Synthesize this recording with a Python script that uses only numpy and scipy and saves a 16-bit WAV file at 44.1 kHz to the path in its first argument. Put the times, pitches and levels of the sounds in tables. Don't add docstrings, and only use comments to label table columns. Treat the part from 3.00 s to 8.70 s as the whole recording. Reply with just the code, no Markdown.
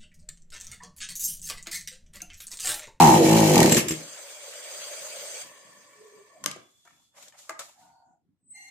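import sys
import numpy as np
from scipy import signal
from scipy.fft import rfft, irfft
from scipy.io import wavfile
from scipy.ndimage import uniform_filter1d

SR = 44100
rng = np.random.default_rng(int(sys.argv[2]) if len(sys.argv) > 2 else 0)


def undo_db(level):
    steps = np.asarray(level, float) / 20
    return 10 ** steps


def pcm_store(signal):
    levels = np.round(np.clip(np.atleast_2d(signal), -1, 1) * 32767)
    wavfile.write(sys.argv[1], SR, levels.astype(np.int16).T)


N = 251370
T = np.arange(N) / SR


def evened(x):
    return x / np.sqrt(np.mean(x ** 2) + 1e-20)


def read(points, hz):
    f, value = np.transpose(points)
    return np.interp(np.log(hz + 1), np.log(f + 1), value)


def highpass(x, hz):
    return signal.sosfilt(signal.butter(3, hz, "high", fs=SR, output="sos"), x)


def resonate(x, hz, width):
    r = np.exp(-np.pi * width / SR)
    pole = r * np.exp(2j * np.pi * hz / SR)
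    return 2 * signal.lfilter([1 - r], [1, -pole], x + 0j).real


# (frequency [Hz], correlation [-1 to 1])
LIKENESS = [(60, 0.062), (180, 0.6), (550, 0.78), (1650, 0.28), (4970, -0.21), (15000, 0.26)]


def noise(spectrum, peaks=(), patchy_db=2, flicker_db=1):
    frames, hz = N // 128 + 5, np.fft.rfftfreq(512, 1 / SR)
    a, b, c, d, patches = rng.standard_normal((frames, 257, 5)).T
    patches = uniform_filter1d(patches, size=5, axis=0)
    patches = evened(uniform_filter1d(patches, size=14, axis=1))
    flicker = evened(uniform_filter1d(rng.standard_normal(frames), size=4))
    same = np.clip(read(LIKENESS, hz), -1, 1)[:, None]
    left, other = a + 1j * b, c + 1j * d
    right = same * left + np.sqrt(1 - same ** 2) * other
    z = np.array([left, right]) * undo_db(patchy_db * patches + flicker_db * flicker)
    x = signal.istft(z, nperseg=512, noverlap=384)[1][:, :N]
    hz = np.fft.rfftfreq(N, 1 / SR)
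    ridges = 1 + sum(undo_db(db) / (1 + (2 * (hz - f) / w) ** 2) for f, w, db in peaks)
    return evened(irfft(rfft(x) * undo_db(read(spectrum, hz)) * ridges, N))


def white():
    return noise([(20, 0), (20000, 0)])


def whine(air, hz, width):
    x = resonate(resonate(air, hz, width), hz, 2 * width)
    slow_level = uniform_filter1d(abs(x), size=1500, axis=1)
    return evened(x / (slow_level + .3 * x.std()))


def swell(s, hold_s, db, rise, fall, sag=0):
    to_come = np.maximum(s - T, 0)
    held = np.clip(T - s, 0, hold_s)
    past = np.maximum(T - s - hold_s, 0)
    return undo_db(db - rise * to_come - sag * held - fall * past)


def joined(gains):
    return np.sqrt(sum(g ** 2 for g in gains))


def crank_strokes(turns, speed, lag, spread_db):
    at = np.flatnonzero(np.diff(np.floor(turns - lag)))
    uneven = undo_db(spread_db * rng.standard_normal(400)[:len(at)])
    x = np.zeros(N)
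    np.add.at(x, (at / SR * SR).astype(int), uneven / np.sqrt(speed[at]))
    return x


def rung(drive, air, modes, rough):
    clean = 0
    for k, (f, w, db) in enumerate(modes):
        clean = clean + (-1) ** k * undo_db(db) / w * resonate(resonate(drive, f, w), f, 2.1 * w)
    blurred = sum(undo_db(db) * resonate(resonate(air, f, w), f, 3 * w) for f, w, db in modes)
    return clean / clean[T < .75].std() + rough * evened(blurred)


# (time [s], speed [turns/s])
CRANK_SPEED = [
    (0.0, 87.85),
    (0.16, 52.4),
    (0.24, 43.8),
    (0.29, 54.5),
    (0.37, 56.0),
    (0.54, 49.4),
    (0.66, 31.1),
    (0.72, 19.1),
    (0.8, 16.5),
]
# (time [s], burn strength level [dB], labouring level [dB])
BURN = [
    (0, -0.5, 1.5),
    (.145, -6, 0),
    (.214, -34.5, -1),
    (.25, -19.5, -3),
    (.344, -12, 1.5),
    (.53, -18, 0),
    (.572, -10.5, 10.5),
    (.692, -21.5, 3),
    (.77, -31, 7.5),
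]
# (frequency [Hz], width [Hz], level [dB])
BOOM_MODES = [(113, 70, -8.5), (163.5, 39, -2), (245, 70, 0)]
# (frequency [Hz], width [Hz], level [dB])
CASE_MODES = [(316.5, 48.7, 4), (386, 93, 0), (482.3, 30, -4), (550, 100, -1.5), (650, 88, -3)]
# (frequency [Hz], width [Hz], level [dB])
SILENCER_MODES = [(680.6, 83, -6.5), (847, 140, 15), (1030, 130, -4), (1040, 120, -8.5)]
# (frequency [Hz], density [dB per Hz])
RATTLE_SPECTRUM = [(650, -29.5), (1100, -11.5), (1390, -15), (1710, -9.5), (1870, -8), (3020, -6),
                   (3520, -10.5), (4250, -10.5), (5670, -7), (7000, -5.5), (8550, -11.5), (13900, -15),
                   (15600, -21)]
# (frequency [Hz], width [Hz], level [dB])
FIN_MODES = [(1880, 50, 4), (2310, 36, 4), (4090, 180, 3), (6850, 280, -11), (7700, 150, -6.5)]
# (full-burn level [dB], slope [dB per dB of burn], slope [dB per dB of labour])
SAW_LAYERS = [
    (-18, .2, .25),
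    (-24, -.22, .1),
    (-11.5, 1.14, 0.3),
    (-22, 0.19, 0.26),
]


def engine():
    speed = np.interp(T, *np.transpose(CRANK_SPEED))
    turns = -.2 + np.cumsum(speed) / SR
    time_s, burn, labour = np.transpose(BURN)
    burn_db, labour_db = np.interp(T, time_s, burn), np.interp(T, time_s, labour)

    blow, air = crank_strokes(turns, speed, 0, 1.2), white()
    gulp = crank_strokes(turns, speed, .2, 1.6) * .7 + crank_strokes(turns, speed, .6, 1.6) * .5
    boom = rung(blow, air, BOOM_MODES, .18)
    thump = rung(blow + gulp, air, CASE_MODES, .33)
    thump = thump * np.minimum(speed / 27, 1) ** 1.9
    ring = rung(blow, air, SILENCER_MODES, .3)

    puff_depth_db = 4 + labour_db
    since_port_s = ((turns - .53) % 1) / speed
    puff = np.exp(-since_port_s / 0.0036) + 0.13 * np.exp(-(turns % 1) / .1)
    rattle = noise(RATTLE_SPECTRUM, FIN_MODES, patchy_db=1.0, flicker_db=1.55)
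    rattle = rattle * undo_db(puff_depth_db * (1.3 * puff - 0.3043))

    running = 0
    for x, (db, per_burn, per_labour) in zip((boom, thump, ring, rattle), SAW_LAYERS):
        running = running + x * undo_db(db + per_burn * burn_db + per_labour * labour_db)
    stall_s, stall_db_per_s = 0.769, 481
    return running * undo_db(-stall_db_per_s * np.maximum(T - stall_s, 0))


# (time [s], hiss level [dB], thump level [dB], t60 [s])
PISTON_KICKS = [
    (0.695, -22, -37, 0.04),
    (0.7105, -25, -39, 0.051),
    (0.722, -12, -25, 0.052),
    (0.767, -16, -11.5, 0.19),
    (0.867, -42, -23.5, 0.11),
    (0.883, -25, -30, 0.068),
    (0.907, -25, -18, 0.093),
    (.92, -43, -20.5, 0.12),
    (0.952, -43.5, -31.5, 0.11),
]
# (time [s], level [dB])
BELL_STRIKES = [
    (.677, -28),
    (.7125, -23),
    (.72, -16),
    (.738, -23),
    (.752, -25),
    (.768, -27),
    (.8835, -26),
    (.895, -31),
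]
# (frequency [Hz], level [dB], t60 [s])
BELL_MODES = [(7390, -1, .11), (7520, -2, .08), (7640, 0, .14)]


def kicks():
    out, hiss, t = np.zeros((2, N)), noise(RATTLE_SPECTRUM), T[:SR // 4]
    push = 0
    for f, w, db in BOOM_MODES[1:] + CASE_MODES[:2]:
        push = push + undo_db(db) * np.exp(-np.pi * 1.2 * w * t) * np.sin(2 * np.pi * f * t)
    push = push * (1 - np.exp(-t / 0.0034))
    for s, hiss_db, thump_db, t60 in PISTON_KICKS:
        at = round(s * SR)
        burst = hiss[:, at:at + len(t)] * undo_db(-60 * t / t60) * (1 - np.exp(-t / 0.001))
        out[:, at:at + len(t)] += undo_db(hiss_db) * burst + undo_db(thump_db) * push
    for s, db in BELL_STRIKES:
        at, phases = round(s * SR), rng.random((3, 2, 1)) * 2 * np.pi
        bell = 0
        for (f, mode_db, t60), phase in zip(BELL_MODES, phases):
            bell = bell + undo_db(mode_db - 60 * t / t60) * np.sin(2 * np.pi * f * t + phase)
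        out[:, at:at + len(t)] += undo_db(db) * bell
    return out


# (time [s], level [dB])
GRINDER_LEVEL = [
    (.8, -89),
    (.94, -57),
    (1.1, -62),
    (1.42, -62),
    (1.82, -56.5),
    (2.1, -57.5),
    (2.42, -56.5),
]
# (frequency [Hz], density [dB per Hz])
CUTTING_SPECTRUM = [(120, -40), (200, -40), (290, -26.5), (576, -3.5), (763, -14.5), (2240, -10),
                    (4770, -14), (5400, -14), (6330, -10), (8100, -11.5), (9660, -15.5), (11300, -22.5),
                    (13500, -22)]
# (frequency [Hz], width [Hz], level [dB])
DISC_MODES = [(590, 140, -2.5), (2300, 23, 4), (3300, 90, 2), (4780, 230, 5.5), (6180, 100, 4),
              (6450, 70, 5), (7440, 440, -0.5), (8240, 120, 10)]
# (frequency [Hz], density [dB per Hz])
FREE_SPECTRUM = [(180, -42), (300, -9.5), (600, -4.5), (809, -15), (1130, -0.5), (1440, -52), (1750, -1),
                 (3000, -28), (3900, -47), (6600, -120)]
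# (frequency [Hz], width [Hz], level [dB])
GEAR_MODES = [(560, 110, 7), (1000, 90, 7), (1150, 90, 7), (1750, 300, 3), (2290, 90, 16)]


def grinder():
    lift_s, hush_s = 2.42, 3.437
    whistle_hz, width_hz = 14550, 300
    rim = resonate(white(), whistle_hz, width_hz)
    rim = evened(resonate(rim, whistle_hz, width_hz))
    cutting = noise(CUTTING_SPECTRUM, DISC_MODES, patchy_db=2.5, flicker_db=0.66)
    cutting = cutting + undo_db(-6.5 - 13.5) * rim
    free = noise(FREE_SPECTRUM, GEAR_MODES, patchy_db=1.5, flicker_db=-1.0)
    free = free * np.clip((T - lift_s) / 0.025, 0, 1)
    off = np.maximum(T - lift_s, 0)
    lift_drop_db = 14 * (1 - np.exp(-off / 0.045))
    rundown_db = 11.5 * off
    cut_db = np.interp(T, *np.transpose(GRINDER_LEVEL)) - lift_drop_db - rundown_db
    sag_db = 7.5 * np.sin(np.pi * np.minimum(off / 1.5, 1))
    throb_db = off * np.cos(2 * np.pi * 8 * (T - hush_s))
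    whirr_db = -61 - sag_db + throb_db
    return (cutting * undo_db(cut_db + 18.5) + free * undo_db(whirr_db + 7.0)) * (T < hush_s)


# (time [s], hold [s], dull rub level [dB], bright rustle level [dB], fall [dB/s])
HAND_STROKES = [
    (3.6, 0.46, -88, -65.5, 210),
    (4.172, .11, -51, -52, 400),
    (4.338, 0.069, -63, -63, 148),
    (4.391, 0, -58.5, -48, 126),
    (4.687, 0, -57, -53, 217),
    (4.791, .04, -66, -60, 150),
]
# (time [s], hold [s], dull rub level [dB], bright rustle level [dB], fall [dB/s])
JOLTED_SCUFFS = [
    (3.464, 0, -40, -44, 180),
    (3.854, 0.035, -61, -65.5, 120),
    (4.496, 0, -33, -51, 410),
    (4.593, 0.0049, -40, -38.5, 258),
]
# (frequency [Hz], density [dB per Hz])
RUB_SPECTRUM = [(210, -45), (350, -38), (575, 0), (672, -6.5), (766, -1.5), (1110, -2), (2800, -9),
                (3640, -37), (6160, -120)]
# (frequency [Hz], density [dB per Hz])
RUSTLE_SPECTRUM = [(1470, -12), (2500, -9.5), (3440, -2.5), (5010, -3), (6150, -1), (6950, 3.5),
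                   (9510, -7.5), (13800, -11.5), (15500, -17.5)]


def hands():
    rows = [(620, *row) for row in HAND_STROKES] + [(6000, *row) for row in JOLTED_SCUFFS]
    rub = joined(swell(s, hold, db, rise, fall, sag=60) for rise, s, hold, db, _, fall in rows)
    rustle = joined(swell(s, hold, db, rise, fall * .75) for rise, s, hold, _, db, fall in rows)
    dull = noise(RUB_SPECTRUM, patchy_db=4.5, flicker_db=3.0)
    bright = noise(RUSTLE_SPECTRUM, patchy_db=-1.0, flicker_db=0.6)
    return dull * rub * 0.84 + bright * rustle * 0.75


# (time [s], crack level [dB], ring [Hz], ring level [dB], t60 [s])
HANDLE_KNOCKS = [(3.439, -32, 1060, -3.5, 0.053), (3.46, -13, 1190, -8, 0.021),
                 (3.513, -26.5, 2280, -10, 0.022), (3.562, -49, 366, 12.5, 0.034),
                 (3.851, -60, 707, 2, 0.072), (3.875, -59, 1340, 9, 0.046), (4.17, -66.5, 590, 5, 0.064),
                 (4.225, -49.5, 754, -21, 0.17), (4.282, -48.5, 570, -15, 0.067),
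                 (4.323, -58, 1780, 5, 0.034), (4.4937, -29, 1203, 3, 0.03), (4.5, -49, 650, 10, 0.09),
                 (4.592, -38.5, 1313, -6, 0.092), (5.69, -57, 2170, -4, 0.028)]
# (frequency [multiple of ring], level [dB])
PLASTIC_MODES = [(0.522, -3.5), (0.698, -8), (1.002, 4.5), (1.35, 0.5), (1.698, -1.5), (2.9, -25)]


def knocks():
    out, crack, t = np.zeros((2, N + SR)), noise(RUSTLE_SPECTRUM), T[:SR // 5]
    attack = 1 - np.exp(-t / 0.0007)
    pan = undo_db(np.array([[.5], [-.5]]) * 3.5)
    for s, db, hz, ring_db, t60 in HANDLE_KNOCKS:
        at = round(s * SR)
        body = sum(undo_db(d) * np.sin(2 * np.pi * k * hz * t) for k, d in PLASTIC_MODES)
        body = body * undo_db(ring_db - 60 * t / t60)
        tick = crack[:, at // 2:at // 2 + len(t)] * undo_db(-60 * t / (.5 * t60))
        out[:, at:at + len(t)] += undo_db(db) * (0.67 * body + 1.85 * tick) * attack * pan
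    return highpass(out[:, :N], 300)


# (frequency [Hz], width [Hz], time [s], hold [s], level [dB])
FAR_TONES = [(427, 15, 3.01, .05, -50.5), (414, 18, 3.125, .09, -53), (650, 73, 3.365, 0, -53.5),
             (3440, 18, 3.62, .05, -70), (3442, 25, 3.76, .38, -71.5), (752, 64, 4.784, .36, -61),
             (917, 27, 4.83, 0.27, -62.5), (1450, 45, 4.84, .28, -75), (4500, 210, 4.922, .1, -77),
             (7000, 900, 5.06, .07, -81), (8070, 21, 5.515, .015, -47), (8030, 18, 5.55, .1, -58)]
# (time [s], hold [s], level [dB], rise [dB/s], fall [dB/s])
WHEEL_SQUEAL = (5.56, .125, -52.5, 750, 380)
# (frequency [Hz], width [Hz], level [dB])
WHEEL_LINES = [(791, 50, -14), (1900, 40, -12), (2100, 18, 1), (2250, 60, -18), (2790, 60, -13),
               (4200, 28, -6), (5900, 90, -16), (6300, 45, -6), (7210, 80, -15), (8900, 70, -18),
               (10500, 150, -20), (11600, 120, -23), (12600, 120, -23)]


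def far_machines():
    air, tones = white(), 0
    for f, w, s, hold, db in FAR_TONES:
        tones = tones + whine(air, f, w) * swell(s, hold, db, rise=420, fall=260, sag=14)
    wheel = sum(undo_db(db) * whine(air, f, w) for f, w, db in WHEEL_LINES)
    return tones + (wheel + .16 * noise(RUSTLE_SPECTRUM)) * swell(*WHEEL_SQUEAL)


# (time [s], hold [s], level [dB])
RUMBLE_SWELLS = [(1.02, 0, -50.5), (1.79, 0.059, -73), (2.02, 0.29, -66.5), (2.45, 0, -55),
                 (2.657, 0.35, -66.5), (3.145, 0.13, -71), (3.462, 0.017, -44.5), (3.57, 0.019, -54),
                 (3.94, 0, -68), (4.196, 0.053, -78), (4.51, 0, -71), (4.64, 0, -73), (4.808, 0.092, -73),
                 (5.105, 0.0013, -67), (5.285, 0.0076, -70), (5.45, 0.33, -75)]
# (frequency [Hz], density [dB per Hz])
RUMBLE_SPECTRUM = [(50, -24.5), (100, -8), (160, 0), (300, -1.5), (420, -21), (900, -64)]


def background():
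    swells = joined(swell(*row, rise=377, fall=239, sag=25) for row in RUMBLE_SWELLS)
    return noise(RUMBLE_SPECTRUM, patchy_db=3., flicker_db=0.0) * (swells + undo_db(-91.5))


# (frequency [Hz], t60 [s])
ROOM_DECAY = [(100, 0.33), (1000, .45), (4000, .35), (15000, 0.066)]


def workshop(x):
    taps = np.zeros((2, SR // 2))
    grid = np.arange(200, SR // 2 - 20, 20)
    at = grid + rng.integers(0, 20, (2, len(grid)))
    np.put_along_axis(taps, at, rng.choice([-1., 1.], at.shape), 1)
    hz, t, z = signal.stft(taps, SR, nperseg=256)
    decay = undo_db(-60 * t / read(ROOM_DECAY, hz)[:, None])
    tail = signal.istft(z * decay, SR, nperseg=256)[1]
    bass = uniform_filter1d(tail, size=70, axis=1)
    tail = tail - 0.81 * (bass - bass[0])
    return signal.fftconvolve(x.mean(0)[None], tail / np.linalg.norm(tail[0]), axes=1)[:, :N]


# (frequency [Hz], level re mean of the moment [dB])
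WEAKEST_KEPT = [(1500, -9), (2700, -6.5), (3800, -8), (5400, -4), (7000, -8), (8600, -11), (10500, -7),
                (13000, -9), (13900, -6), (14500, -9), (15000, -8), (15400, -2), (15700, 5)]


def starved(x):
    hz, _, z = signal.stft(x, SR, nperseg=1024)
    power = uniform_filter1d((abs(z) ** 2).mean(0), size=7, axis=0)
    power = uniform_filter1d(power, size=4, axis=1)
    band_db = 10 * np.log10(abs(power) + 1e-20)
    mean_db = band_db[(hz > 1500) & (hz < 15000)].mean(0)
    strong = band_db > mean_db + read(WEAKEST_KEPT, hz)[:, None]
    keep = strong | (hz < 1200)[:, None]
    return signal.istft(z * keep, SR, nperseg=1024)[1][:, :N]


# (frequency [Hz], density [dB per Hz])
AIR_SPECTRUM = [(18, -43), (30, -13), (108, 2), (237, -6), (300, -5), (400, -16), (640, -23), (2690, -31),
                (15500, -41)]


def microphone_air():
    return undo_db(-81) * noise(AIR_SPECTRUM, flicker_db=-0.5)


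def scene():
    saw, blows = engine() + kicks(), knocks()
    near = saw + blows + workshop(undo_db(-8) * saw + undo_db(-7.5) * blows)
    return near + grinder() + hands() + far_machines() + background()


def roll_off(x):
    return signal.sosfilt(signal.butter(12, 15710, fs=SR, output="sos"), x)


def record(dry):
    limited = .9 * np.tanh(highpass(dry, 62) / .9)
    mix = starved(limited) + microphone_air()
    return roll_off(mix)


dry = scene()
out = record(dry)
pcm_store(out)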